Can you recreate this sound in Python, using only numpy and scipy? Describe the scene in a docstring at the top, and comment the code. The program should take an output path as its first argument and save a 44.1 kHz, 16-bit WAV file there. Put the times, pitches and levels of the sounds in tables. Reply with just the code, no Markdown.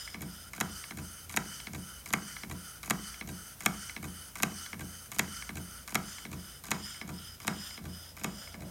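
"""A hiss of exhaust, soft taps, then a sharp knock: a model beam engine at about 80 turns a minute.
It stands on a wooden table in a small furnished room. Play in its bearings is taken up at the same
crank angles every turn: a few ticks, one knock, softer taps on the way back. The blows ring steel,
rod, bed casting, plinth and table; the exhaust hisses twice a turn. The microphone, a hand-held phone,
starts beside the cylinder, moves in to 16 cm from the crank and backs off to 38 cm late on."""
import sys
import numpy as np
from scipy import signal
from scipy.fft import rfft, irfft, next_fast_len
from scipy.io import wavfile
from scipy.ndimage import uniform_filter1d

SR = 44100
rng = np.random.default_rng(int(sys.argv[2]) if len(sys.argv) > 2 else 0)


def master(y):
    """Save y as 16-bit WAV."""
    cut = np.clip(np.atleast_2d(y).T, -1, 1)
    pcm = np.round(cut * 32767)  # scale
    wavfile.write(sys.argv[1], SR, pcm.astype(np.int16))


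N = 383669
T = np.arange(N) / SR

# the crank bearing's knock, once a turn: (time [s], knock gain [dB], gain of its lead-in contacts [dB])
KNOCKS = [(0.61, 1, 1.5), (1.3717, -2.5, 2.5), (2.136, -.5, 0.5), (2.9071, 1, 2), (3.6603, 0.8, -11),
          (4.4319, 0, 0.5), (5.1936, -0.5, 1.5), (5.9535, 0, -1.5), (6.7151, -1, -1), (7.4782, 1, 0.5),
          (8.244, -1, 0)]
# microphone path: (time [s], distance from the crank [m], towards the cylinder [0-1], hiss gain [dB])
MIC_PATH = [(0, 0.18, 1, -2.5), (.4, 0.26, 0.53, -2.5), (.8, .18, 0, -2.5), (5.6, 0.16, 0, -2.5),
            (6.2, .19, 0.29, -2.5), (6.8, 0.2, 0.86, -2), (7.6, 0.3, 0.86, -1.5), (8.2, 0.29, 0.88, -4),
            (8.7, 0.38, 0.6, -5.5)]


def bearings(close_m=.17, scatter_db=1.16, snap_s=.2182, snap_db=-33):
    """Play is taken up by the same contacts every turn; the blows fade as the microphone backs off."""
    # contacts within the ticks, the lead-in, the knock and the return taps:
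    # (delay [s], chatter [s], steel [dB], rod [dB], bed [dB], plinth [dB], table [dB])
    tick_contacts = [(0, 0.0011, -45.5, -41.5, -44, -54.5, -52), (.006, 0.0011, -52, -50.5, -45, -64, -82),
                     (0.0163, .0006, -52, -51, -66, -52, -63), (.028, 0.0097, -46, -50, -47.5, -56, -73)]
    lead_contacts = [(-.0315, 0.0011, -48.5, -42.5, -39, -40.5, -46.5),
                     (-.0079, 0.00039, -33.5, -40.5, -36.5, -38, -50),
                     (-.0022, 0.0014, -36, -38.5, -30, -41.5, -72)]
    knock_contacts = [(0, 0.00051, -26, -42, -22, -25.5, -32.5), (.0016, 0.0014, -38, -25, -27.5, -50, -80),
                      (0.082, 0.0047, -70, -74, -49.5, -43, -44.5)]
    return_contacts = [(-.0695, 0.00095, -65, -36.5, -43, -66, -60.5),
                       (-.0008, 0.00034, -57, -34.5, -40.5, -39.5, -47.5),
                       (.011, 0.0019, -72, -56, -46.5, -53, -40),
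                       (0.063, 0.0029, -46, -44, -46, -39.5, -38.5),
                       (0.076, 0.0072, -45, -43, -38.5, -41.5, -39.5),
                       (0.088, 0.0062, -50, -66, -66, -38.5, -42.5),
                       (0.105, 0.01, -68, -77, -75, -39.5, -42)]
    knocks = np.array(KNOCKS)
    ticks = each_turn(lag_s=-.0768, db=2.5, late_s=.0223)  # the valve gear, ahead of each knock
    groups = [(ticks, tick_contacts), (knocks[:, [0, 2]], lead_contacts),
              (knocks[:, [0, 1]], knock_contacts), (returns(), return_contacts)]
    forces = np.zeros((5, N))
    # how far each part follows a blow's gain: wide wooden boards sound much the same from everywhere
    follows = [1.3, 1, .83, .38, .38]
    for events, contacts in groups:
        for s, close_db in events:
            distance_m = curves(MIC_PATH, s)[0]
            db = close_db + 20 * np.log10(close_m / distance_m)
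            for delay, chatter, *parts_db in contacts:
                force = contact(chatter) * undb(scatter_db * rng.standard_normal())
                for track, part_db, follow in zip(forces, parts_db, follows):
                    add(track, s + delay, force * undb(part_db + follow * db))
    # one tap lands hard and bright, on steel alone
    snap = signal.lfilter(*signal.butter(3, 12000, "high", fs=SR), contact(.0002))
    add(forces[0], snap_s, snap * undb(snap_db))
    return ringing_parts(forces)


def contact(chatter_s, clean_s=.0013, crossover_hz=800):
    """Force of one contact: a push whose treble is a clean blow when brief, a scrape when long."""
    t = T[:SR // 16]
    blow = signal.unit_impulse(len(t))
    scrape = rng.standard_normal(len(t)) * np.exp(-t / chatter_s)
    scrape_share = chatter_s ** 2 / (chatter_s ** 2 + clean_s ** 2)
    rough_blow = blow * np.sqrt(1 - scrape_share) + scrape * np.sqrt(scrape_share / np.sum(scrape ** 2))
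    low, high = (signal.butter(2, crossover_hz, kind, fs=SR) for kind in ("low", "high"))
    push = signal.lfilter(*low, signal.lfilter(*low, blow))
    treble = signal.lfilter(*high, signal.lfilter(*high, rough_blow))
    return push + treble


def ringing_parts(forces):
    """Five parts ring. Bending waves are slower at low pitch: the steel speaks first, the table last."""
    # modes of each part: (frequency [Hz], relative level [dB], t60 [s])
    steel = [(4680, -9, 0.0091), (5860, -3, 0.0064), (6690, 4, 0.0057), (7014, 2.5, 0.0063),
             (8050, 3.5, 0.0033), (9200, 1.5, 0.003), (10000, -2, 0.0041), (11560, 1.5, 0.0031),
             (13660, 1.5, 0.0022)]
    rod = [(1680, -0.5, 0.013), (2037, 0, 0.014), (2210, 0.5, 0.015), (2690, 0, 0.0081),
           (3320, -11.5, 0.014), (4056, -5.5, 0.01), (5540, -2.5, 0.0066), (6620, -4.5, 0.0059)]
    bed_casting = [(730, -8, 0.019), (948, -7, 0.025), (1172, 1.5, 0.011), (1574, 2, 0.02),
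                   (2005, 6.5, 0.011), (2550, 2, 0.012), (2820, -4.5, 0.0094), (3250, -6.5, 0.0073),
                   (3875, -0.5, 0.0093)]
    wooden_plinth = [(196, 0.5, 0.065), (241, 0, 0.029), (339, -8.5, 0.042), (404.7, -13, 0.044),
                     (485, -15.5, 0.049), (638, -12, 0.061), (779, -13.5, 0.034), (976, -9.5, 0.025)]
    wooden_table = [(138.7, -0.5, 0.17), (177, -12, 0.21), (206.3, -4, 0.22), (236.6, -4.5, 0.072),
                    (279.7, -5, 0.11), (325, -12, 0.12), (388.7, -13.5, 0.093)]
    rings = [ring(steel, rise_s=.000067, lag_s=.00003),
             ring(rod, rise_s=.0023, lag_s=.000321),
             ring(bed_casting, rise_s=.00063, lag_s=.000812),
             ring(wooden_plinth, rise_s=.0018, lag_s=.0012),
             ring(wooden_table, rise_s=.029, lag_s=.0028)]
    return sum(signal.oaconvolve(force, body)[:N] for force, body in zip(forces, rings))


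def ring(modes, rise_s, lag_s):
    """A part's answer to one blow: its modes swell as the wave spreads through it, then fade."""
    t = np.maximum(T[:SR // 3] - lag_s, 0)
    # neighbouring modes swing in opposite directions where they radiate
    y = sum((-1) ** k * undb(db) * np.sin(2 * np.pi * hz * t) * np.exp(-np.log(1000) * t / t60)
            for k, (hz, db, t60) in enumerate(modes))
    y = y * (1 - np.exp(-t / rise_s))
    return y / np.sqrt(np.sum(y ** 2) / (SR / 200))  # the energy of 5 ms at rms 1


def turn_starts(turn_s=.7645):
    """Times of the knocks, with one more flywheel turn before and after."""
    s = np.array(KNOCKS)[:, 0]
    return np.r_[s[0] - turn_s, s, s[-1] + turn_s]


def each_turn(lag_s, db, late_s, bind_from_s=3.0, bind_to_s=4.15):
    """Rows (time [s], gain [dB]) of an event that comes every turn, late while the engine binds."""
    s = turn_starts() + lag_s
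    s = s + late_s * ((s > bind_from_s) & (s < bind_to_s))
    return [(at, db) for at in s if 0 < at < T[-1]]


def returns():
    """The load reverses once on every way back."""
    return each_turn(lag_s=.2984, db=.83, late_s=.0055)


def crank_angle():
    """Crank angle in turns since the last knock."""
    s = turn_starts()
    return np.interp(T, s, np.arange(len(s))) % 1


def exhaust(turn, beside, flutter_db=.82, band_flutter_db=1.5, near_bend=.14):
    """Each end of the cylinder empties through the pipe once a turn; the glands leak all the time."""
    # pipe resonances: (frequency [Hz], width [Hz], rise over a far-end stroke [share],
    # near-end level [dB], far-end level [dB], gain beside the cylinder [dB])
    pipe_modes = [(1395, 186, 0.0385, -51.5, -53, -4), (1751, 910, 0.00071, -52.5, -58.5, -0.5),
                  (3026, 143.5, 0.0015, -51, -56, -1.5), (3290, 690, 0, -57.5, -63, 7.5),
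                  (4750, 620, 0.0006, -51.5, -58.5, -5.5), (5048, 255, 0, -54, -59, 10),
                  (5850, 540, 0.013, -51, -59, -3), (6320, 279, 0.0066, -52, -54, -7.5),
                  (7130, 430, 0.045, -56.5, -69, 3.5), (8030, 720, 0.049, -56, -58, -6.5),
                  (8510, 300, .03, -51.5, -58.5, -3.5), (9210, 280, 0.13, -56.5, -55, 1),
                  (9600, 360, 0.031, -56, -51, -29), (10580, 750, 0.11, -55.5, -56, -6),
                  (12800, 3100, 0, -56.5, -55.5, 0.5)]
    # spectrum of the gland leak: (frequency [Hz], relative level [dB])
    leak_spectrum = [(900, -7), (1400, -1), (2400, -6), (4000, -9.5), (6200, -3.5), (7400, -9), (9500, -1),
                     (11500, -6.5), (13000, 1), (15500, -8)]
    flow_db, far = valve(turn)
    # the piston shortens the emptying space, so its resonances rise, mostly at the far end
    stroke = ((2 * turn) % 1 - .5) * (near_bend + far * (1 - near_bend))
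    pipe = np.zeros(N)
    for hz, width, rise, near_db, far_db, side_db in pipe_modes:
        band = resonance(hz * (1 + rise * stroke), width)
        band_db = near_db + far * (far_db - near_db) + beside * side_db
        pipe += band * undb(band_db + band_flutter_db * wander(45))
    # beside the cylinder the puffs arrive directly, with deeper gaps between them
    puff_db = flow_db * (1 + .11 * beside) - .4
    puffs = pipe * undb(puff_db + flutter_db * wander(90))
    leak = noise(leak_spectrum, N) * undb(-53 + .052 * flow_db - 5 * beside)
    return puffs + leak


def valve(turn, edge_turns=.012, outside_swell_db=-8.5, shut_db=-19):
    """Flow in dB and the far end's share: a port opens, flow swells with piston speed, the port shuts."""
    # puffs after a knock: (port opens [turns], flow peaks [turns], port closes [turns],
    # swell width [turns], level [dB], share from the cylinder's far end [0-1])
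    puffs = [(-.02, 0.229, 0.41, .085, -1, 0), (0.528, 0.686, 0.85, 0.121, -3, 0.8),
             (0.909, .93, 0.95, .03, -7.5, 1)]
    flow, far_flow = undb(shut_db), undb(shut_db) / 2
    for opens, peaks, closes, width, db, far_share in puffs:
        angle = (turn - peaks + .5) % 1 - .5 + peaks
        port = (np.tanh((angle - opens) / edge_turns) - np.tanh((angle - closes) / edge_turns)) / 2
        swell = np.exp(-.5 * ((angle - peaks) / width) ** 2)
        puff = np.abs(port) * undb(db + outside_swell_db * (1 - swell))
        flow, far_flow = flow + puff, far_flow + far_share * puff
    return 20 * np.log10(flow), far_flow / flow


def rocking(return_db=-34.5, knock_db=-44, return_lag_s=.047, knock_lag_s=.0193, scatter_db=1.5):
    """The beam's weight changes sides twice a turn and gives the table a slow push."""
    # modes of the whole table swaying: (frequency [Hz], relative level [dB], t60 [s])
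    sway_modes = [(56.7, -12, 0.5), (84.3, 6, 0.4), (112, -10, 0.11), (134.46, -8, 0.62)]
    track = np.zeros(N)
    for events, db, lag_s in ((returns(), return_db, return_lag_s), (KNOCKS, knock_db, knock_lag_s)):
        push = ring(sway_modes, rise_s=.05, lag_s=lag_s) * undb(db)
        for s, *_ in events:
            add(track, s, push * undb(scatter_db * rng.standard_normal()))
    return track


def shadow(blows, beside, depth=.22, hz=2500, width_hz=2600):
    """With the microphone beside the cylinder, column and casting screen off part of the crank's ring."""
    band = signal.lfilter(*signal.iirpeak(hz, hz / width_hz, fs=SR), blows)
    return blows - depth * beside * band


def room(blows, t60_s=.28, onset_s=.0012, wet_db=-14):
    """Dense, dull reflections from a small furnished room."""
    # colour of the reflections: (frequency [Hz], relative level [dB])
    echo_spectrum = [(60, -18), (150, 0.5), (350, -0.5), (550, -5), (1300, -2), (1900, -12), (2700, -18),
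                     (5000, -14), (15000, -17)]
    t = T[:SR // 2]
    onset = 1 - np.exp(-(t / onset_s) ** 2)
    tail = noise(echo_spectrum, len(t)) * np.exp(-np.log(1000) * t / t60_s) * onset
    return signal.fftconvolve(blows, tail / np.sqrt(np.sum(tail ** 2)))[:N] * undb(wet_db)


def background(rush_rise_db_per_s=15.5):
    """The engine's wavering drone through the table, room rumble and a faint rush that swells late on."""
    # spectrum of the room's rumble: (frequency [Hz], relative level [dB])
    rumble_spectrum = [(20, -28), (40, -5), (60, -9), (85, -21), (110, 0), (200, -4.5), (350, -13),
                       (700, -14.5), (1500, -23), (5000, -23)]
    rush_db = -56.5 + rush_rise_db_per_s * (T - 8.85)
    hollow_rush = (resonance(620, 120) + undb(-6) * resonance(830, 410)) * undb(rush_db)
    rumble = noise(rumble_spectrum, N) * undb(-56.5)
    engine_drone = (resonance(58, 7) + resonance(84, 5.8)) * undb(-60)
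    return rumble + engine_drone + hollow_rush


def resonance(hz, width_hz):
    """Turbulence in one resonance whose centre may move, rms 1."""
    offset = np.fft.fftfreq(next_fast_len(N), 1 / SR)
    inside = np.abs(offset) < 2 * width_hz
    spectrum = np.zeros(len(offset), complex)
    draws = rng.standard_normal((2, len(offset)))[:, inside]
    spectrum[inside] = (draws[0] + 1j * draws[1]) * .5 ** (2 * (offset[inside] / width_hz) ** 2)
    phase = 2 * np.pi * np.cumsum(np.broadcast_to(hz, N)) / SR
    return unit(np.real(np.fft.ifft(spectrum)[:N] * np.exp(1j * phase)))


def noise(spectrum, size):
    """Noise of a given spectrum, rms 1."""
    hz, db = np.transpose(spectrum)
    f = np.maximum(np.fft.rfftfreq(size, 1 / SR), 1)
    gain = undb(np.interp(np.log(f), np.log(hz), db))
    return unit(irfft(rfft(rng.standard_normal(size)) * gain, size))


def wander(rate_hz):
    """A smooth random drift, rms 1."""
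    hold = int(SR / rate_hz)
    steps = np.repeat(rng.standard_normal(N // hold + 1), hold)[:N]
    return unit(uniform_filter1d(steps, hold))


def curves(rows, at):
    """The columns of a table, joined by straight lines."""
    where, *columns = np.transpose(rows)
    return [np.interp(at, where, c) for c in columns]


def add(track, s, sound):
    """Mix a sound into a track at a time."""
    i = max(int(s * SR), 0)
    part = sound[:max(len(track) - i, 0)]
    track[i:i + len(part)] += part


def undb(db):
    return 10 ** (np.asarray(db) / 20)


def unit(x):
    return x / np.sqrt(np.mean(x ** 2))


def scene(echo_side_db=4.0):
    """Blows and their echo, the table's sway, the exhaust and the background at one moving microphone."""
    _, beside, hiss_db = curves(MIC_PATH, T)
    blows = bearings()
    echo = room(blows) * undb(echo_side_db * beside)  # towards the cylinder the room's share grows
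    sway = rocking()
    hiss = exhaust(crank_angle(), beside) * undb(hiss_db)
    return (shadow(blows, beside) + echo + sway + hiss + background())[None]


def record(dry, top_hz=16000):
    """The phone rounds the sharpest peaks and cuts the top."""
    return signal.sosfilt(signal.ellip(8, .2, 70, top_hz, fs=SR, output="sos"), np.tanh(dry))


dry = scene()
out = record(dry)
master(out)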